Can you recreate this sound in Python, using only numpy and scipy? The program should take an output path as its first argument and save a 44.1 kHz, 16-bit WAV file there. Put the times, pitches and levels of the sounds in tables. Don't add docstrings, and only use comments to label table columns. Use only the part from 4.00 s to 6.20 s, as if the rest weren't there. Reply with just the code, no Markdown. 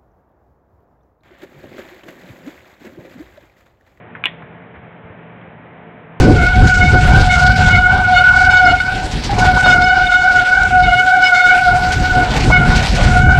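import sys
import numpy as np
from scipy import signal
from scipy.fft import rfft, irfft
from scipy.io import wavfile

SR = 44100
rng = np.random.default_rng(int(sys.argv[2]) if len(sys.argv) > 2 else 0)


def dump(signal):
    limited = np.clip(np.atleast_2d(signal).T, -1, 1)
    pcm = np.round(limited * 32767).astype(np.int16)
    wavfile.write(sys.argv[1], SR, pcm)


N = 97020


def from_db(db):
    return 10 ** (np.asarray(db) / 20)


def rms_one(x):
    return x / np.sqrt(np.mean(x ** 2) + 1e-20)


def since(start):
    return np.maximum(np.arange(N) / SR - start, 0)


def dying(start, fade_s):
    return (since(start) > 0) * from_db(-60 * np.minimum(since(start) / fade_s, 4))


def blip(start, hz, rise_s):
    age = since(start) / rise_s
    return age * np.exp(1 - np.minimum(age, 40)) * np.sin(2 * np.pi * hz * since(start))


def noise(colour):
    hz, db = np.transpose(colour)
    pitches = np.maximum(np.arange(N // 2 + 1) * SR / N, 1)
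    gains = from_db(np.interp(np.log(pitches), np.log(hz), db))
    return rms_one(irfft(rfft(rng.standard_normal(N)) * gains, N))


def delayed(x, delay_s):
    return np.interp(np.arange(N) - delay_s * SR, np.arange(N), x, left=0)


def cut_bass(x, hz):
    return signal.sosfilt(signal.butter(2, hz, "high", fs=SR, output="sos"), x + 1e-18)


def room_hiss():
    # (pitch [Hz], relative level [dB])
    colour = [(20, -25.5), (40, -18), (75, -2.5), (130, 0.5), (200, 4.5), (320, -1.5), (650, -1),
              (1000, -5), (1300, -7.5), (1700, -6), (2350, -9.5), (2700, -17), (3100, -19.5), (3600, -28.5),
              (4000, -36), (4400, -48)]
    waver_db = 0.5 * noise([(1, 0), (8, 0), (80, -50), (1000, -120)])
    return from_db(-40.5 + waver_db) * noise(colour)


def fan():
    # (pitch [Hz], average level [dB], width [Hz])
    tones = [(119.4, -51, 4), (167.5, -46, 5), (448.2, -55, 5.8), (614, -57.5, 2.2), (711, -56, 2.6),
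             (880, -57.5, 15)]
    out = np.zeros(N)
    pitches = np.arange(N // 2 + 1) * SR / N
    for hz, db, width_hz in tones:
        tone = irfft(rfft(rng.standard_normal(N)) / (1 + ((pitches - hz) / width_hz) ** 2), N)
        loudness = np.abs(signal.hilbert(tone))
        out += from_db(db) * rms_one(tone / np.sqrt(loudness))
    return out


def ticks():
    # (time [s], level [dB], pitch [Hz], rise time [s], room compared with knock [dB])
    knocks = [(0.1515, -21.5, 1850, 0.00037, -9.5), (0.4223, -24, 1180, 0.00032, -16),
              (.757, -42.5, 1700, 0.00045, 1), (1.414, -44, 3140, 0.00091, -16)]
    # (pitch [Hz], relative level [dB])
    colour = [(200, -12), (700, -7), (1400, 2), (2100, 0), (2700, -11), (3600, -22), (4400, -46)]
    out = np.zeros(N)
    for start, db, hz, rise_s, room_db in knocks:
        room = from_db(room_db) * dying(start, fade_s=0.12) * noise(colour)
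        out += from_db(db) * (blip(start, hz, rise_s) + room)
    return out


def wood_ring(start, rise_s):
    # (pitch [Hz], level [dB], time to fade by 60 dB [s])
    tones = [(335, -18, 0.025), (507, -23, 0.033), (850, -17.5, .035), (1013, -17, 0.06),
             (1560, -25.5, 0.045), (1835, -30, 0.071), (2084, -32.5, .06), (2323, -15, 0.05),
             (2564, -15.5, .045), (2773, -20, 0.034), (2740, -23, 0.0597), (2910, -15, 0.0318),
             (3383, -8.5, 0.043)]
    age = since(start)
    ring = sum(from_db(db) * dying(start, fade_s) * np.sin(2 * np.pi * hz * age)
               for hz, db, fade_s in tones)
    hollow = from_db(-22) * blip(start + 0.012, hz=1907, rise_s=0.007)
    return ring * (1 - np.exp(-age / rise_s)) + hollow


def room_tail(start):
    # (pitch [Hz], relative level [dB])
    colour = [(100, -28.5), (350, -17.5), (600, -14.5), (1000, -17.5), (1400, -13.5), (1950, -1),
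              (2300, -0.5), (2800, -2.5), (3500, -4), (4000, -21.5), (4500, -23)]
    fade = from_db(-14.5) * dying(start, fade_s=0.11) + from_db(-36.5) * dying(start, fade_s=0.6)
    build_up = 1 - np.exp(-since(start) / 0.0054)
    return fade * build_up * noise(colour)


def clack():
    # (time [s], level [dB], crack pitch [Hz], bass cut [Hz],
    # lower snap [dB], ring [dB], echoes [dB], room [dB]); the last four set the mix within a contact
    contacts = [(0.239, -6, 2440, 697, -5, -13, -8, -9.5), (0.2557, -3, 2790, 170.6, -14.5, -2, -2, -2)]
    # (delay [s], level [dB])
    surfaces = [(.0044, -8), (.0113, -6), (0.0125, -16.5)]
    rise_s = 0.00047
    out = np.zeros(N)
    for start, db, crack_hz, bass_cut_hz, snap_db, ring_db, echoes_db, room_db in contacts:
        snap = from_db(snap_db) * blip(start, hz=1540, rise_s=0.00057)
        crack = blip(start, crack_hz, rise_s) + snap
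        crack = crack + from_db(-7) * delayed(crack, delay_s=0.0017)
        ring = from_db(ring_db) * wood_ring(start, rise_s)
        echoes = sum(from_db(echo_db) * delayed(crack, delay_s) for delay_s, echo_db in surfaces)
        room = from_db(room_db) * room_tail(start)
        hit = crack + ring + from_db(echoes_db) * echoes + room
        out += from_db(db) * cut_bass(hit, bass_cut_hz)
    return out


def footfalls():
    # (time [s], level [dB], pitch [Hz])
    thuds = [(0.43, -34, 125), (.771, -33.5, 85), (0.824, -38.5, 114), (1.042, -32.5, 97),
             (1.098, -33.5, 101)]
    pushes = sum(from_db(db) * blip(start, hz, rise_s=0.0056) for start, db, hz in thuds)
    return cut_bass(pushes, hz=45)


def scene():
    return (room_hiss() + fan() + clack() + ticks() + footfalls())[None]


def record(dry):
    cutoff_hz, top_hz, overload = 5100, 17500, 0.7
    muffled = signal.sosfilt(signal.cheby2(12, 70, cutoff_hz, fs=SR, output="sos"), dry)
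    clipped = np.clip(muffled, -overload, overload)
    return signal.sosfilt(signal.cheby2(12, 70, top_hz, fs=SR, output="sos"), clipped)


dry = scene()
out = record(dry)
dump(out)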